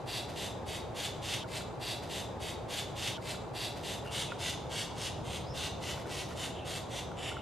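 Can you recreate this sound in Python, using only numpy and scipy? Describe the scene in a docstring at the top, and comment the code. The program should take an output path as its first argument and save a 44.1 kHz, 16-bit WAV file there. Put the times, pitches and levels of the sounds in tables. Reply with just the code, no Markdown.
"""Far traffic washes from the start. A woodpecker nestling begs from its hole in a trunk: raspy squawks,
three or four a second, each a train of uneven clicks ringing in its throat, then in the hollow and woods.
Small knocks on wood, scratchy crackles and faint whistles of other birds fall in between.
For four seconds a stretch of six squawks goes round in a loop; a brief crackly hiss fades as it ends.
The begging runs on, changing colour as the head moves, and a far vehicle swells past at about 5.4 s."""
import sys
import numpy as np
from scipy import signal
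from scipy.fft import rfft, irfft, next_fast_len
from scipy.io import wavfile

SR = 44100
rng = np.random.default_rng(int(sys.argv[2]) if len(sys.argv) > 2 else 0)


def inscribe(sig):
    """Save sig as 16-bit PCM at rate SR to the path in sys.argv[1].

    A 1-D sig is mono; a 2-D sig holds one channel per row.
    Samples are clipped to [-1, 1] before scaling.
    """
    pcm = np.round(np.clip(np.atleast_2d(sig).T, -1, 1) * 32767)
    wavfile.write(sys.argv[1], SR, pcm.astype(np.int16))


N = 326781
TIME = np.arange(N) / SR


def from_db(db):
    return 10 ** (np.asarray(db) / 20)


def rms(x):
    return np.sqrt(np.mean(x ** 2) + 1e-20)


def at_hz(points, hz):
    """Reads a curve on a log-frequency axis."""
    freqs, values = np.transpose(points)
    return np.interp(np.log(hz + 1e-6), np.log(freqs), values)


def band(x, low_hz, high_hz, order=3):
    """Causal band-pass."""
    return signal.sosfilt(signal.butter(order, [low_hz, high_hz], "band", fs=SR, output="sos"), x)


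def colour(x, spectrum):
    """Minimum-phase EQ: it rings after each click, never before."""
    size = next_fast_len(x.shape[-1] // 2 + 1024) * 2
    gain = from_db(at_hz(spectrum, np.fft.rfftfreq(size, 1 / SR)))
    cepstrum = irfft(np.log(gain))
    cepstrum[1:size // 2] *= 2
    cepstrum[size // 2 + 1:] = 0
    return irfft(rfft(x, size) * np.exp(rfft(cepstrum)))[..., :x.shape[-1]]


def isolate(x, low_hz, high_hz):
    """The share of a sound between two frequencies, with soft edges."""
    hz = np.fft.rfftfreq(x.shape[-1], 1 / SR) + 1
    return irfft(rfft(x) / (1 + (low_hz / hz) ** 24) / (1 + (hz / high_hz) ** 24), x.shape[-1])


def add(out, start_s, sound):
    """Mixes a sound in at its cue."""
    i = max(int(start_s * SR), 0)
    out[..., i:i + sound.shape[-1]] += sound[..., :N - i]


def arch(length_s):
    """A half-sine fade in and out."""
    return np.sin(np.linspace(0, np.pi, int(length_s * SR)))


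def glide(pitches, size):
    """A pitch bending smoothly through its start, middle and end."""
    bend = np.polyfit([0, .5, 1], np.log(pitches), 2)
    return np.exp(np.polyval(bend, np.linspace(0, 1, size)))


def stereo_noise(spectrum):
    """A steady noise bed, centred in the bass and wider higher up."""
    # how alike the two ears are: f/Hz, likeness/0-1
    likeness = [(60, .998), (110, .992), (170, .82), (250, .22), (380, .35), (550, .78), (800, .78),
                (1200, .62), (2000, .45), (12000, .3)]
    size = next_fast_len(N)
    hz = np.fft.rfftfreq(size, 1 / SR)
    mid, side = rfft(rng.standard_normal((2, size))) * from_db(at_hz(spectrum, hz))
    alike = at_hz(likeness, hz)
    return irfft(np.sqrt(1 + alike) * mid + np.sqrt(1 - alike) * side * [[1], [-1]], size)[:, :N]


def traffic(wash_db=-44.5, rumble_db=-46.5, hum_hz=120, hum_db=-55, pass_s=5.4, pass_width_s=.24):
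    """Far tyres and leaves wash over a faint hum; the engine rumble swells once as a vehicle passes."""
    # colour of tyres and leaves: f/Hz, level/dB
    wash_eq = [(90, -25), (170, -3), (260, -2), (380, 1), (600, 0), (830, -1), (1050, -6), (1300, -12),
               (1800, -19), (2500, -25), (5000, -33), (9000, -42), (13000, -52), (16000, -64)]
    # colour of far engines: f/Hz, level/dB
    engine_eq = [(20, -25), (32, -16.5), (45, -14), (65, -1), (100, 0), (125, -0.5), (160, -2.5), (200, -8),
                 (260, -13.5), (500, -56)]
    wash, engines = stereo_noise(wash_eq), stereo_noise(engine_eq)
    wash = wash * from_db(wash_db) / rms(band(wash.mean(axis=0), 200, 1100))
    swell_db = 4 / (1 + ((TIME - pass_s) / pass_width_s) ** 2)
    rumble = from_db(rumble_db + swell_db) * engines / rms(engines)
    hum = from_db(hum_db) * np.sqrt(2) * np.sin(2 * np.pi * hum_hz * TIME)
    return wash + rumble + hum


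def knocks(contact_s=.00057, crack_db=-9, crack_s=.0018):
    """A short dry crack sets the wood ringing for a moment, differently at every touch."""
    # small knocks on wood: t/s, pitch/Hz, gain/dB
    cues = [(1.443, 1430, -43), (1.606, 1390, -42), (1.754, 800, -50), (4.057, 1400, -44),
            (4.32, 1410, -33), (5.975, 1460, -45), (6.056, 1500, -48), (6.308, 1380, -43),
            (7.115, 1380, -41), (7.316, 1420, -37.5), (7.368, 1350, -37)]
    # modes of the wood: multiple of the pitch, level/dB, t60/s
    wood_modes = [(.72, -5, 0.014), (.86, -2, 0.012), (1, 3.5, 0.029), (1.13, -4, 0.013), (1.55, -3, 0.014),
                  (2.1, -17, .01)]
    out, t = np.zeros(N), TIME[:SR // 16]
    attack = 1 - np.exp(-t / contact_s)
    for start, hz, db in cues:
        ring = sum(from_db(mode_db - 60 * t / t60) * np.sin(2 * np.pi * (hz * ratio * t + rng.random()))
                   for ratio, mode_db, t60 in wood_modes)
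        noise = band(rng.standard_normal(len(t)), 800, 2500, order=1)
        crack = from_db(crack_db) * noise / rms(noise) * np.exp(-t / crack_s)
        add(out, start, from_db(db) * (ring + crack) * attack)
    return out


def reflections(size):
    """Countless reflections as the two ears get them."""
    # stereo width of the reflections: f/Hz, side against mid/dB
    width_eq = [(1000, -3), (3000, -11.5), (6000, -6), (12000, 1)]
    mid, side = rng.standard_normal((2, size))
    return mid + colour(side, width_eq) * [[1], [-1]]


def trunk(x, scatter_s=.01, scatter_db=-8):
    """Rough bark scatters early reflections behind the direct sound, in a new pattern each time."""
    t = TIME[:SR // 16]
    tail = np.exp(-t / scatter_s) * (t > .0005)
    response = from_db(scatter_db) * reflections(len(t)) * tail / np.linalg.norm(tail)
    response[:, 0] = 1   # the direct sound
    return signal.fftconvolve(x[None], response, axes=1)


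def woods(x, t60_s=.62, send_db=-11, build_s=.013):
    """The trees around throw back a long, bright reverb tail."""
    # colour of the echo: f/Hz, gain/dB
    echo_eq = [(1000, -18), (2300, 5), (3200, 1), (3700, 9), (4300, 2.5), (6500, 3), (9000, -2.5),
               (14000, -5.5)]
    t = TIME[:SR]
    tail = from_db(-60 * t / t60_s) * (1 - np.exp(-t / build_s))
    response = from_db(send_db) * colour(reflections(SR) * tail, echo_eq) / np.linalg.norm(tail)
    return signal.fftconvolve(x[None], response, axes=1)[:, :N]


def effort(t, rise_s, swell_db, curve=1.31, release_db_per_s=275):
    """Effort of one squawk in dB against its peak: a swell that flattens out, then a steady release."""
    rise_db = -swell_db * np.clip(1 - t / rise_s, 1e-9, 1) ** curve
    return rise_db - release_db_per_s * np.maximum(t - rise_s, 0)


def syrinx(size, click_hz=(385, 395, 490), rate_spread=.05, jitter=.1, shimmer_db=1, puff_s=.0018):
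    """The membranes snap at an uneven rate; air hisses after each snap, more as the call strains."""
    rates = np.array(click_hz) * np.exp(rate_spread * rng.standard_normal(3))
    cycles = np.cumsum(glide(rates, size)) / SR
    timing, strength = rng.standard_normal((200, 2)).T
    at = np.searchsorted(cycles, np.cumsum(1 + jitter * timing))
    clicks = np.zeros(size)
    clicks[at[at < size]] = from_db(shimmer_db * strength[at < size])
    airflow = signal.lfilter([1], [1, -np.exp(-1 / (puff_s * SR))], clicks)
    puffs = airflow * rng.standard_normal(SR)[:size]
    # a snap bounces up and down the windpipe, a fraction of a millisecond per trip
    pipe = np.r_[1, np.zeros(rng.integers(9, 16)), .5]
    snaps = signal.lfilter(pipe[::-1], pipe, clicks)
    breathiness = .92 + .2 * np.linspace(0, 1, size) ** 2
    return snaps / rms(snaps) + breathiness * puffs / rms(puffs)


def head_pose(x, start_s):
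    """The voice changes colour as the head faces out, turns, bows and lifts."""
    # colour of the voice in each pose: f/Hz, level/dB
    facing_out = [(760, -43), (1300, -14), (1500, -12), (2030, -5.5), (2370, -7), (2710, 1), (3740, 1),
                  (4030, -5), (4800, -6.5), (5550, -12.5), (7900, -12.5), (12000, -20.5), (13800, -27.5),
                  (15500, -76)]
    turning = [(760, -38), (1300, -15.5), (1520, -11), (1670, -13.5), (2210, -9), (2400, -13), (2770, 1),
               (3450, 0), (3670, -1), (3940, -6.5), (5490, -13), (6100, -12.5), (9040, -17), (12300, -25.5),
               (15500, -46)]
    bowed = [(760, -36), (1300, -9), (1500, -7.5), (1720, -12.5), (2030, -4.5), (2300, -8), (2770, 2.5),
             (3780, 0.5), (4610, -8), (5550, -11.5), (6350, -9.5), (8850, -13.5), (9620, -16),
             (13800, -25.5), (15500, -68)]
    lifted = [(1000, -10), (1500, -12), (2100, -3.5), (2450, -1), (2950, 11), (3600, 4), (4200, -11),
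              (5300, -10), (6200, -18), (7300, -7), (8800, -16), (10500, -20), (12500, -28), (15500, -55)]
    # moves to the next pose: t/s
    moves = [4.0, 5.2, 7.1]
    return colour(x, [facing_out, turning, bowed, lifted][np.searchsorted(moves, start_s)])


def gape(x):
    """Tongue and beak sit differently for every squawk, which shifts the upper resonances most."""
    hz = np.arange(1500, 15000, 450)
    ripple_db = np.interp(hz, [3000, 6000], [.8, 1.4])
    return colour(x, np.column_stack([hz, ripple_db * rng.standard_normal(len(hz))]))


def nestling(attack_s=.035, release_s=.08, fade_out_s=.026, resonance_per_effort=.19):
    """Clicks ring in the throat, whose resonance swells with effort; each squawk bounces off the trunk."""
    # begging calls: t/s, rise/s, peak rasp gain/dB, swell/dB, peak resonance over the rasp/dB
    squawks = [(1.208, 0.14, -51, 11.1, 2), (1.456, 0.12, -44.5, 21, 1.5), (1.792, 0.13, -43.9, 5.5, 2.5),
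               (2.08, 0.12, -46, 3.5, 2.5), (2.391, 0.11, -47.5, 2, 2), (2.677, 0.12, -43, 6, 2),
               (2.946, 0.14, -41.5, 8.5, 3.5), (4.097, 0.12, -41, 6.5, 3.5), (4.38, 0.12, -41, 6, 2),
               (4.687, 0.132, -42, 8.5, 2.2), (4.947, 0.12, -42, 12, 1.5), (5.224, 0.14, -47.5, 11.5, 4),
               (5.53, 0.129, -44, 5.5, 3), (5.793, 0.12, -44.5, 10, 1.5), (6.083, 0.13, -45.5, 2, 1),
               (6.343, 0.11, -44, 9, 1.5), (6.642, 0.13, -46, 2.3, 1), (6.88, 0.11, -45.5, 12.5, 2.4),
               (7.154, 0.138, -48.2, 8, 5.5)]
    out = np.zeros((2, N))
    for start, rise_s, rasp_db, swell_db, resonance_db in squawks:
        t = np.arange(0, rise_s + release_s, 1 / SR)
        effort_db = effort(t, rise_s, swell_db)
        voice = gape(head_pose(syrinx(len(t)), start))
        core = isolate(voice, 2400, 4200)
        rasp = (voice - core) / rms(isolate(voice, 4500, 14000))
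        resonance = from_db(resonance_db + resonance_per_effort * effort_db) * core / rms(core)
        fades = np.clip(np.minimum(t / attack_s, (t[-1] - t) / fade_out_s), 0, 1)
        add(out, start, trunk((rasp + resonance) * fades * from_db(rasp_db + effort_db)))
    return out


def hollow(x):
    """The cavity behind the bird rings in narrow modes."""
    # modes of the nest hollow: f/Hz, gain/dB, t60/s
    cavity_modes = [(2660, -3, .04), (2823, -4, .04), (3010, -3, .05), (3295, -3, .06), (3470, -3, .05),
                    (3666, 1, .11), (4086, -6, .05)]
    out = np.zeros(N)
    for hz, db, t60 in cavity_modes:
        decay = from_db(-60 / (t60 * SR))
        gain = (1 - decay ** 2) / 2
        feedback = [1, -2 * decay * np.cos(2 * np.pi * hz / SR), decay ** 2]
        out += from_db(db) * signal.lfilter([gain, 0, -gain], feedback, x + 1e-18)
    return out


def crackles(snaps_per_s=1500, spread_db=6):
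    """Scratchy bursts of tiny snaps; the one at 4.04 s is a brief crackly hiss fading as the loop ends."""
    # crackle bursts: centre t/s, length/s, level/dB
    bursts = [(1.995, 0.031, -57), (2.042, 0.052, -50.5), (2.078, 0.038, -58), (4.04, 0.15, -52.5),
              (5.992, 0.11, -53.5), (6.08, 0.067, -52.5), (6.314, 0.1, -51.5)]
    # colour of a snap: f/Hz, level/dB
    snap_eq = [(600, -40), (1500, 12.5), (3500, 9), (7000, 1), (11000, -3), (15000, -14)]
    envelope = np.zeros(N)
    for centre, length, db in bursts:
        add(envelope, centre - length / 2, from_db(db) * arch(length))
    snaps = rng.random(N) < snaps_per_s / SR
    strength = from_db(spread_db * np.clip(rng.standard_normal(N), -2, 2))
    grains = colour(snaps * strength * rng.choice([-1, 1], N), snap_eq)
    return envelope * grains / rms(grains)


def whistles(trim_db=-1, flutter_hz=220):
    """Other birds whistle thin, gliding tones with a hoarse flutter."""
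    # whistles: t/s, length/s, first f/Hz, middle f/Hz, last f/Hz, level/dB, flutter-to-tone ratio
    cues = [(3.104, 0.114, 3200, 3176, 2770, -48.5, 1.5), (4.044, 0.073, 2750, 2800, 2690, -50, 0.69),
            (4.255, 0.088, 2900, 2570, 2430, -51, .7), (4.262, 0.084, 3500, 3360, 3270, -52, 1.1),
            (5.42, 0.16, 3650, 5300, 4570, -56, 2.5), (6.534, 0.093, 3200, 3200, 3270, -50.5, 1.2),
            (6.541, 0.13, 2720, 2710, 2660, -53.5, 0.83), (7.324, 0.12, 3200, 2950, 2900, -53, 1.2)]
    out = np.zeros(N)
    lowpass = signal.butter(2, flutter_hz, fs=SR, output="sos")
    for start, length, first, middle, last, db, roughness in cues:
        shape = arch(length)
        flutter = signal.sosfilt(lowpass, rng.standard_normal((2, SR)))[:, :len(shape)]
        phase = 2 * np.pi * np.cumsum(glide((first, middle, last), len(shape))) / SR
        hoarseness = (flutter[0] * np.sin(phase) + flutter[1] * np.cos(phase)) / rms(flutter)
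        tone = np.sin(phase) + roughness * hoarseness
        add(out, start, from_db(trim_db + db) * shape * tone / rms(tone))
    return out


def scene(voice_db=-1, hollow_db=-7):
    """Birds at the trunk, their echoes, and the road far behind."""
    voice = from_db(voice_db) * nestling()
    cavity = from_db(hollow_db) * hollow(voice.mean(axis=0))
    small_sounds = trunk(whistles() + knocks() + crackles())[:, :N]
    birds = voice + cavity + small_sounds
    return birds + woods(birds.mean(axis=0)) + traffic()


def record(dry, loop_from_s=1.437, loop_length_s=1.73732, loop_until_s=4.04, cutoff_hz=16200):
    """One stretch loops with hard cuts through the opening; a steep low-pass takes off the very top."""
    n, start, length = np.arange(N), round(loop_from_s * SR), round(loop_length_s * SR)
    playhead = np.where(TIME < loop_until_s, start + (n - start) % length, n)
    lowpass = signal.cheby2(14, 70, cutoff_hz, fs=SR, output="sos")
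    return signal.sosfilt(lowpass, dry[:, playhead])


dry = scene()
out = record(dry)
inscribe(out)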